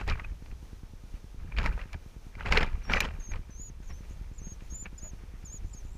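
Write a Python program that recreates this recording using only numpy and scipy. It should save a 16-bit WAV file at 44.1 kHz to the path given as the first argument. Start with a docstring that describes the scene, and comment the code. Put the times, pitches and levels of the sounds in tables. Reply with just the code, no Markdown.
"""Nestlings beg in a garden nest, close to a small camera fixed among the twigs.
Each peep is a self-sustained oscillation of the syrinx, a thin wavering whistle at 6-7 kHz, with faint
rising trills between. The chicks' lurches crush the dry lining, whose clicks and snaps excite resonances
of the twigs and camera housing, and sway the nest, which shakes the camera with a low rumble.
A faint electrical throb and hiss lie underneath."""
import sys
import numpy as np
from scipy import signal
from scipy.fft import rfft, irfft
from scipy.io import wavfile
from scipy.ndimage import uniform_filter1d

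SR = 44100
rng = np.random.default_rng(int(sys.argv[2]) if len(sys.argv) > 2 else 0)


def file_out(sig):
    """Save sig as 16-bit WAV at sys.argv[1]."""
    # one column per channel
    cols = np.atleast_2d(sig).T
    # limit, then scale
    lim = np.clip(cols, -1, 1)
    pcm = np.round(lim * 32767).astype(np.int16)
    wavfile.write(sys.argv[1], SR, pcm)


N = 263277
TIME = np.arange(N) / SR
SLOW_TIME = TIME[::32]

# a chick shifts its weight (levels relative): start_s, length_s, rustle_db, sway_db
LURCHES = [(0, 0.015, -44.5, -42), (0.082, 0.045, -39.5, -26), (0.174, 0.028, -52, -39),
           (0.262, 0.056, -63, -35), (0.506, 0.017, -64, -36.5), (1.137, 0.017, -73, -38.5),
           (1.39, 0.24, -64, -37.5), (1.576, 0.041, -40, -26), (1.646, 0.018, -34, -24.5),
           (1.681, 0.047, -47.5, -27), (1.791, 0.039, -53, -36.5), (1.936, 0.011, -55.5, -37),
           (2.382, 0.054, -51, -37.5), (2.46, 0.026, -37, -41), (2.517, 0.068, -30.5, -23.5),
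           (2.587, 0.048, -35, -25.5), (2.655, 0.027, -46, -29.5), (2.738, 0.011, -72, -27),
           (2.904, 0.066, -32.5, -28.5), (3.011, 0.044, -36.5, -32.5), (3.108, 0.091, -60.5, -35),
           (3.319, 0.043, -47.5, -31), (3.897, 0.018, -68, -33.5), (4.098, 0.18, -69.5, -39),
           (4.41, .03, -66, -36.5), (4.704, 0.033, -76, -37.5), (5.614, 0.042, -73, -35),
           (5.827, 0.09, -72, -39)]
# resonances of the twigs and camera housing: centre_hz, width_hz, gain_db
BODY_MODES = [(453, 330, 4.5), (898, 96, 3), (1250, 28, 4), (2020, 36, 1), (2382, 89, 4.5), (2743, 62, 1.5),
              (4000, 95, 4.5), (4450, 370, 3), (4730, 210, -0.5), (6800, 810, 9)]
# spectrum of rubbed straw: frequency_hz, gain_db
STRAW_SPECTRUM = [(80, -17), (160, 12), (300, -2.5), (700, -2.5), (1500, 1), (2600, -1.5), (3200, -10),
                  (3600, -12.5), (5200, -17.5), (6300, -29), (7800, -28), (11000, -36.5), (15000, -50)]


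def peeps(waver=0.0042, flutter_db=1.4, level_db=-.5, clear_db=-52, rasp=0.27,
          attack_s=0.01, release_s=0.001):
    """Airflow sustains a nearly sinusoidal oscillation of the syrinx, rough where it is weakly blown."""
    # one peep a row (levels relative): start_s, length_s, scoop_s, climb_s, start_hz, scoop_hz, held_hz,
    # start_db, scoop_db, held_db, wobble_hz, wobbles_per_s, octave_db
    calls = [(2.83, 0.21, 0.023, .098, 6100, 5470, 6040, -60, -59, -54.5, 25.1, 14.5, -27),
             (3.194, .143, 0.0344, 0.0322, 6630, 6250, 6470, -53, -57.5, -50.5, 140, 15.8, -28),
             (3.502, 0.2, 0.019, 0.11, 6350, 6000, 6880, -57, -59.5, -46.5, 64.81, 13, -28),
             (3.869, 0.15, .048, 0.044, 6660, 5400, 6270, -60, -61.5, -62.5, 64.8, 12, -18),
             (4.379, 0.17, .034, .048, 7080, 6000, 6550, -46, -62, -50, 120.4, 11, -32),
             (4.697, .158, 0.033, 0.034, 6600, 6450, 7100, -49, -50.5, -45, 147, 13.2, -29),
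             (4.978, .133, .031, 0.024, 7050, 6260, 6900, -40, -59.5, -46, 64.8, 43, -26),
             (5.448, 0.14, 0.044, 0.04, 7080, 6270, 6910, -45.5, -54, -46, 140, 27, -28),
             (5.73, 0.089, 0.031, .024, 7220, 6280, 6520, -43.5, -61, -53, 205.2, 20, -28)]
    pitch, effort_db, voiced, octave = np.zeros((4, N))
    for start, length, *shape, octave_db in calls:
        on = (TIME >= start) & (TIME < start + length)
        age = TIME[on] - start
        pitch[on], effort_db[on] = peep_gesture(age, length, *shape)
        voiced[on] = np.minimum(np.minimum(age / attack_s, (length - age) / release_s), 1)
        octave[on] = undb(octave_db)
    weakness = 1 / (1 + undb(effort_db - clear_db) ** 2)
    phase = phase_of(pitch * (1 + waver * walk(260)))
    envelope = voiced * undb(effort_db + flutter_db * walk(220) + level_db)
    envelope *= 1 + rasp * weakness * walk(800)
    return np.sqrt(2) * envelope * (np.sin(phase) + octave * np.sin(2 * phase))


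def peep_gesture(age, length, scoop_s, climb_s, start_hz, scoop_hz, held_hz, start_db, scoop_db, held_db,
                 wobble_hz, wobbles_per_s, drop_hz=1140, drop_db=23, drop_s=0.011, db_per_hz=0.0211):
    """Coupled modulation: pitch and level scoop, climb, wobble, then drop as the breath gives out."""
    since_scoop = np.maximum(age - scoop_s, 0)

    def ease(share):
        return np.sin(np.pi / 2 * np.clip(share, 0, 1)) ** 2

    def contour(start, low, held):
        return start + (low - start) * ease(age / scoop_s) + (held - low) * ease(since_scoop / climb_s)

    wobble = wobble_hz * np.sin(2 * np.pi * wobbles_per_s * since_scoop)
    drop = np.exp((age - length) / drop_s)
    pitch = contour(start_hz, scoop_hz, held_hz) + wobble - drop_hz * drop
    effort_db = contour(start_db, scoop_db, held_db) + db_per_hz * wobble - drop_db * drop
    return pitch, effort_db


def undertones():
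    """Biphonation: the other side of the syrinx sounds briefly as some peeps start."""
    # second-voice notes: start_s, length_s, start_hz, end_hz, level_db
    notes = [(4.701, 0.02, 5350, 5850, -68), (4.979, 0.02, 5200, 4900, -64),
             (5.450, 0.016, 5000, 5700, -66), (5.735, 0.012, 5350, 4670, -65),
             (5.746, 0.016, 4720, 5800, -69)]
    return glides(notes, pulse_hz=72.6, depth=.1, swing=.002, waver=.018, octave_db=-10.5)


def trills():
    """Deep amplitude modulation breaks a faint rising whistle into pulses, each an upward flick."""
    # rising trills: start_s, length_s, start_hz, end_hz, level_db
    notes = [(3.825, 0.085, 6500, 7150, -71), (4.098, 0.037, 6400, 6900, -66),
             (4.335, 0.054, 6900, 7700, -72), (4.62, 0.052, 6540, 7160, -74),
             (5.65, 0.096, 6500, 8000, -71), (5.845, 0.18, 6650, 8100, -71)]
    return glides(notes, pulse_hz=76, depth=.9, swing=0.032, waver=0.034, octave_db=-32)


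def glides(notes, pulse_hz, depth, swing, waver, octave_db):
    """Linear sweeps, modulated in amplitude (depth) and frequency (swing) by one uneven pulse."""
    pitch, envelope = np.zeros((2, N))
    for start, length, start_hz, end_hz, db in notes:
        on = gate(start, start + length, edge_s=.003)
        pitch = np.where(on > 0, np.interp(TIME, [start, start + length], [start_hz, end_hz]), pitch)
        envelope += on * undb(db)
    pulse = phase_of(pulse_hz * (1 + 0.11 * walk(30)))
    phase = phase_of(pitch * (1 + swing * np.sin(pulse) + waver * walk(830)))
    envelope *= np.maximum(1 + depth * np.cos(pulse), 0)
    return np.sqrt(2) * envelope * (np.sin(phase) + undb(octave_db) * np.sin(2 * phase))


def rustle(grains_per_s=3600, spread_db=1.5, catch_db=3, level_db=-1, stalk_db=-7,
           splinters_per_s=120, splinter_db=-19.5, hard_db=-32):
    """Stick-slip friction: dry fibres click in clusters, stalks tick and hard pressure splinters straw."""
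    pressure = lining_pressure()
    sizes = undb(spread_db * np.minimum(rng.exponential(size=N), 4))
    clicks = (rng.random(N) < grains_per_s / SR) * rng.choice([-1, 1], N) * sizes
    fibres = unit(clicks * undb(catch_db * walk(200)))
    stalks = stalk_ticks() * undb(stalk_db)
    crunch = through((fibres + stalks) * pressure, STRAW_SPECTRUM, BODY_MODES)
    # splintering straw: frequency_hz, gain_db
    splinter_spectrum = [(1500, -15), (3800, 0.5), (5200, 18.0), (8000, -13.5), (15000, -7)]
    breaks = unit((rng.random(N) < splinters_per_s / SR) * rng.standard_normal(N))
    splinters = through(breaks, splinter_spectrum, BODY_MODES)
    hardness = np.minimum(pressure / undb(hard_db), 1)
    return undb(level_db) * crunch + undb(splinter_db) * splinters * pressure * hardness


def lining_pressure(creep_db=-17):
    """Loading and creep: each lurch presses the lining fast; straw creeps before and settles after."""
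    levels = []
    for start, length, db, _ in LURCHES:
        press = swell_db(start, length, attack_s=0.0076, release_s=0.016)
        creep = creep_db + swell_db(start, length, attack_s=0.076, release_s=0.15)
        levels.append(db + np.maximum(press, creep))
    return np.interp(TIME, SLOW_TIME, undb(np.max(levels, axis=0)))


def stalk_ticks(per_s=380, spread_db=2.5, decay_cycles=3.8, low_hz=400, high_hz=3300, size=512):
    """Damped free vibration: stalks ring at random times, each at its own natural frequency; rms 1."""
    out, t = np.zeros(N + size), np.arange(size) / SR
    for when, pitch, force in rng.random((int(per_s * N / SR), 3)):
        hz = low_hz * (high_hz / low_hz) ** pitch
        gain = hz * undb(spread_db * min(-np.log(1 - force), 3))  # thin stalks ring briefly but sharply
        at = int(when * N)
        out[at:at + size] += gain * np.exp(-t * hz / decay_cycles) * np.sin(2 * np.pi * hz * t)
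    return unit(out[:N])


def snaps(rise_s=0.0002, decay_s=0.0031, dulling_db_per_octave=18, ring_db=8, ring_width_hz=300,
          level_db=-2.5, size=2048):
    """Brittle fracture: a stalk gives way in a short burst that rings it, the twigs and the housing."""
    # stalks snapping or slipping (levels relative): start_s, peak_db, top_hz, bass_db, ring_hz
    fractures = [(0.077, -33.5, 7000, -4, 1410), (0.088, -29.5, 4850, -11, 1950),
                 (0.098, -30, 5300, -24, 2230), (0.122, -31, 3200, -18, 2330),
                 (0.156, -37.5, 2480, -10, 1600), (0.196, -31.5, 2320, -11, 1230),
                 (0.46, -48.5, 3300, -4, 1480), (0.514, -49.5, 3800, -8, 2500),
                 (1.566, -37, 3700, -15, 2190), (1.585, -23.5, 4230, -4.5, 1700),
                 (1.63, -33, 5000, -4, 1310), (1.64, -34, 4600, -10, 1900), (1.652, -37, 3000, -1, 1160),
                 (1.66, -26.5, 6600, 5, 1140), (1.777, -36, 2100, 1.5, 1210),
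                 (1.791, -38.5, 3000, -9, 1940), (1.814, -40, 3300, -8, 2370),
                 (1.93, -39.5, 8000, -15, 2360), (1.942, -37, 2900, -1, 1690),
                 (2.352, -41, 4430, 2.5, 2300), (2.408, -30, 2240, -7, 1670),
                 (2.459, -28.5, 3020, -1, 2180), (2.523, -17, 4780, -9, 2150),
                 (2.573, -12.5, 4470, -34, 2060), (2.609, -25.5, 3400, -42, 1670),
                 (2.629, -22.5, 4540, -18, 1990), (2.897, -23.5, 2100, -4.5, 1690),
                 (2.935, -17, 3300, -19, 2200), (2.971, -22, 2400, -19, 1940),
                 (3.004, -18, 9000, -14, 2510), (3.086, -38.5, 3100, -5, 2720),
                 (3.108, -41.5, 3400, 7, 1620), (3.318, -42.5, 4000, -9, 1440),
                 (3.336, -36, 2300, -27, 1800), (4.606, -49.5, 4600, -13, 2340),
                 (4.856, -37.5, 2380, -7, 2360)]
    # spectrum common to all snaps: frequency_hz, gain_db
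    snap_spectrum = [(100, -13.5), (400, -6.5), (800, 3.5), (1500, -4), (2400, 0.5), (3300, -8),
                     (5200, -8.5), (6500, -21.5), (8000, -26.5), (15000, -33.5)]
    # brightness of a clean break, which a softer one loses above its top_hz: frequency_hz, gain_db
    clean_break = [(1500, 0), (2800, 0.5), (4500, -1), (7000, 4.5), (11000, 16), (15000, 21)]
    out, t = np.zeros(N + size), np.arange(size) / SR
    body = response(snap_spectrum, BODY_MODES)[:size]
    envelope = (1 - np.exp(-t / rise_s)) ** 2 * np.exp(-t / decay_s)
    for start, peak_db, top_hz, bass_db, ring_hz in fractures:
        # the fibres tear one after another, each about as hard as the last
        burst = np.sign(rng.standard_normal(size)) * envelope
        treble = [(hz, db - dulling_db_per_octave * max(np.log2(hz / top_hz), 0))
                  for hz, db in clean_break]
        stalk = response([(700, bass_db)] + treble, [(ring_hz, ring_width_hz, ring_db)], size=512)
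        crack = signal.fftconvolve(signal.fftconvolve(burst, body), stalk)[:size]
        peak = np.sqrt(uniform_filter1d(crack ** 2, size=88).max())  # rms of the loudest 2 ms
        at = int(start * SR)
        out[at:at + size] += crack / peak * undb(peak_db + level_db)
    return out[:N]


def scrapes(ring_width_hz=260, dull_hz=3200):
    """Friction noise swells and fades, coloured by the resonance of one brushed stalk."""
    # brushes against a stalk: middle_s, half_length_s, level_db, ring_hz, ring_db
    strokes = [(0.248, 0.0037, -42, 2500, 16.5), (1.524, 0.0035, -44, 2360, 19),
               (3.909, 0.0059, -45.5, 1420, -11), (4.862, 0.0055, -42, 2370, 7),
               (5.05, 0.028, -56.5, 620, 17.5), (5.35, 0.038, -61.5, 1290, 0)]
    out = np.zeros(N)
    for middle, half_length, db, ring_hz, ring_db in strokes:
        friction = through(rng.standard_normal(N), STRAW_SPECTRUM, [(ring_hz, ring_width_hz, ring_db)])
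        swell = undb(db) / (1 + ((TIME - middle) / half_length) ** 2)
        out += unit(butter(friction, dull_hz, "lowpass")) * swell
    return out


def bumps(decay_s=0.0056):
    """A heavily damped oscillator: the woven wall answers a knock with a few low cycles."""
    # knocks of a body against the nest wall: start_s, level_db, pitch_hz
    knocks = [(1.591, -26, 184), (1.95, -27.5, 121), (2.471, -22, 130), (2.575, -18.5, 443),
              (2.63, -23.5, 187), (2.903, -29.5, 223), (3.039, -31, 173), (3.9, -60, 156),
              (4.47, -32.5, 189)]
    out = np.zeros(N)
    for start, db, hz in knocks:
        age = np.maximum(TIME - start, 0)
        out += undb(db) * np.exp(-age / decay_s) * np.sin(2 * np.pi * hz * age)
    return out


def fidgets(level_db=-73, begging_db=4.5, uneven_db=4.0):
    """Light friction of down on straw, a little louder once the chicks stretch up to beg."""
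    brushing = rng.standard_normal(N) * undb(uneven_db * walk(45))
    begging = gate(3.9, TIME[-1], edge_s=0.64)
    return through(brushing, STRAW_SPECTRUM, BODY_MODES) * undb(level_db + begging_db * begging)


def rumble(level_db=-1, rest_db=-46, begging_db=-43, begging_from_s=3.5):
    """Structure-borne sound: the nest's sway, greatest at lurches, reaches the microphone by its mount."""
    # vibration of the mount: frequency_hz, gain_db
    mount_spectrum = [(8, -29.5), (20, 7), (30, 3), (50, 0.5), (85, -6), (115, -17), (180, -22), (260, -39),
                      (400, -34.5), (800, -73.5)]
    sway_db = np.where(SLOW_TIME < begging_from_s, rest_db, begging_db)
    for start, length, _, db in LURCHES:
        sway_db = np.maximum(sway_db, db + swell_db(start, length, attack_s=0.037, release_s=0.052))
    shake = through(rng.standard_normal(N), mount_spectrum)
    shake /= np.sqrt(uniform_filter1d(shake ** 2, size=4000) + 1e-9)  # even, so the sway sets the level
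    return shake * np.interp(TIME, SLOW_TIME, undb(sway_db + level_db))


def throb(period_s=.1024, start_s=.0136, width_s=0.0016, supply_hz=55, coupling_hz=27, peak_db=-34.5):
    """Electrical coupling: periodic dips of the camera's supply leak into the sound as soft thuds."""
    dips = np.clip((width_s - (TIME - start_s) % period_s) * SR, 0, 1)
    smoothed = butter(dips, supply_hz, "lowpass", order=1)
    thuds = butter(smoothed, coupling_hz, "highpass", order=3)
    return -undb(peak_db) * thuds / thuds.max()


def hiss(level_db=-61.0, flicker_db=1.0):
    """The noise floor: broadband garden air and microphone hiss, flickering slightly in level."""
    # air and microphone noise: frequency_hz, gain_db
    floor_spectrum = [(60, -5.5), (200, 4), (400, -5), (700, -6), (1500, -10), (2600, -13), (3200, -12),
                      (4800, -14.5), (6200, -12), (7400, -19), (10000, -20.5), (15000, -25)]
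    envelope = undb(level_db + flicker_db * walk(16))
    return envelope * through(rng.standard_normal(N), floor_spectrum, BODY_MODES[:6])


def undb(db):
    """Decibels to amplitude gain."""
    return 10 ** (np.asarray(db) / 20)


def unit(x):
    """Normalisation to rms 1."""
    return x / np.sqrt(np.mean(x ** 2) + 1e-18)


def walk(per_s):
    """Linear interpolation of random values: a smooth wander of rms 1."""
    size = max(int(SR / per_s), 2)
    steps = np.repeat(rng.standard_normal(N // size + 1), size)[:N]
    return unit(uniform_filter1d(steps, size))


def gate(start, end, edge_s):
    """Trapezoidal window: 1 between two times, with sloping edges outside them."""
    return np.clip(np.minimum(TIME - start, end - TIME) / edge_s + 1, 0, 1)


def swell_db(start, length, attack_s, release_s):
    """Exponential rise to a start time, hold and exponential release, in dB along SLOW_TIME."""
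    away = np.maximum((start - SLOW_TIME) / attack_s, (SLOW_TIME - start - length) / release_s)
    return -20 / np.log(10) * np.maximum(away, 0)


def phase_of(hz):
    """Phase as the time integral of frequency."""
    return 2 * np.pi * np.cumsum(hz) / SR


def response(spectrum, resonances=(), size=8192):
    """Minimum-phase impulse response, of unit energy, of a spectrum with Lorentzian resonances."""
    hz = np.maximum(np.arange(size // 2 + 1) * SR / size, 1)
    points, db = np.transpose(spectrum)
    db = np.interp(np.log(hz), np.log(points), db)
    for centre, width, gain_db in resonances:
        db = db + gain_db / (1 + (2 * (hz - centre) / width) ** 2)
    cepstrum = irfft(np.log(undb(db)))
    cepstrum[1:size // 2] *= 2  # folding onto positive time makes the response causal
    cepstrum[size // 2 + 1:] = 0
    ring = irfft(np.exp(rfft(cepstrum)))
    return ring / np.linalg.norm(ring)


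def through(x, spectrum, resonances=()):
    """Linear filtering: convolution with the response of a spectrum and its resonances."""
    return signal.fftconvolve(x, response(spectrum, resonances))[:len(x)]


def butter(x, hz, kind, order=2):
    """Maximally flat low-pass or high-pass."""
    return signal.sosfilt(signal.butter(order, hz, kind, fs=SR, output="sos"), x)


def scene():
    """Superposition of chicks, nest and camera noise at one microphone."""
    chicks = undertones() + trills() + peeps()
    nest = rustle() + snaps() + scrapes() + bumps() + fidgets() + rumble()
    return (chicks + nest + throb() + hiss())[None]


def record(dry, ceiling=0.76, top_hz=15300):
    """Soft saturation and band limiting: the camera rounds off the loudest snaps and cuts the top."""
    rounded = dry / (1 + (dry / ceiling) ** 4) ** (1 / 4)
    return signal.sosfilt(signal.ellip(10, .2, 80, top_hz, fs=SR, output="sos"), rounded)


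dry = scene()
out = record(dry)
file_out(out)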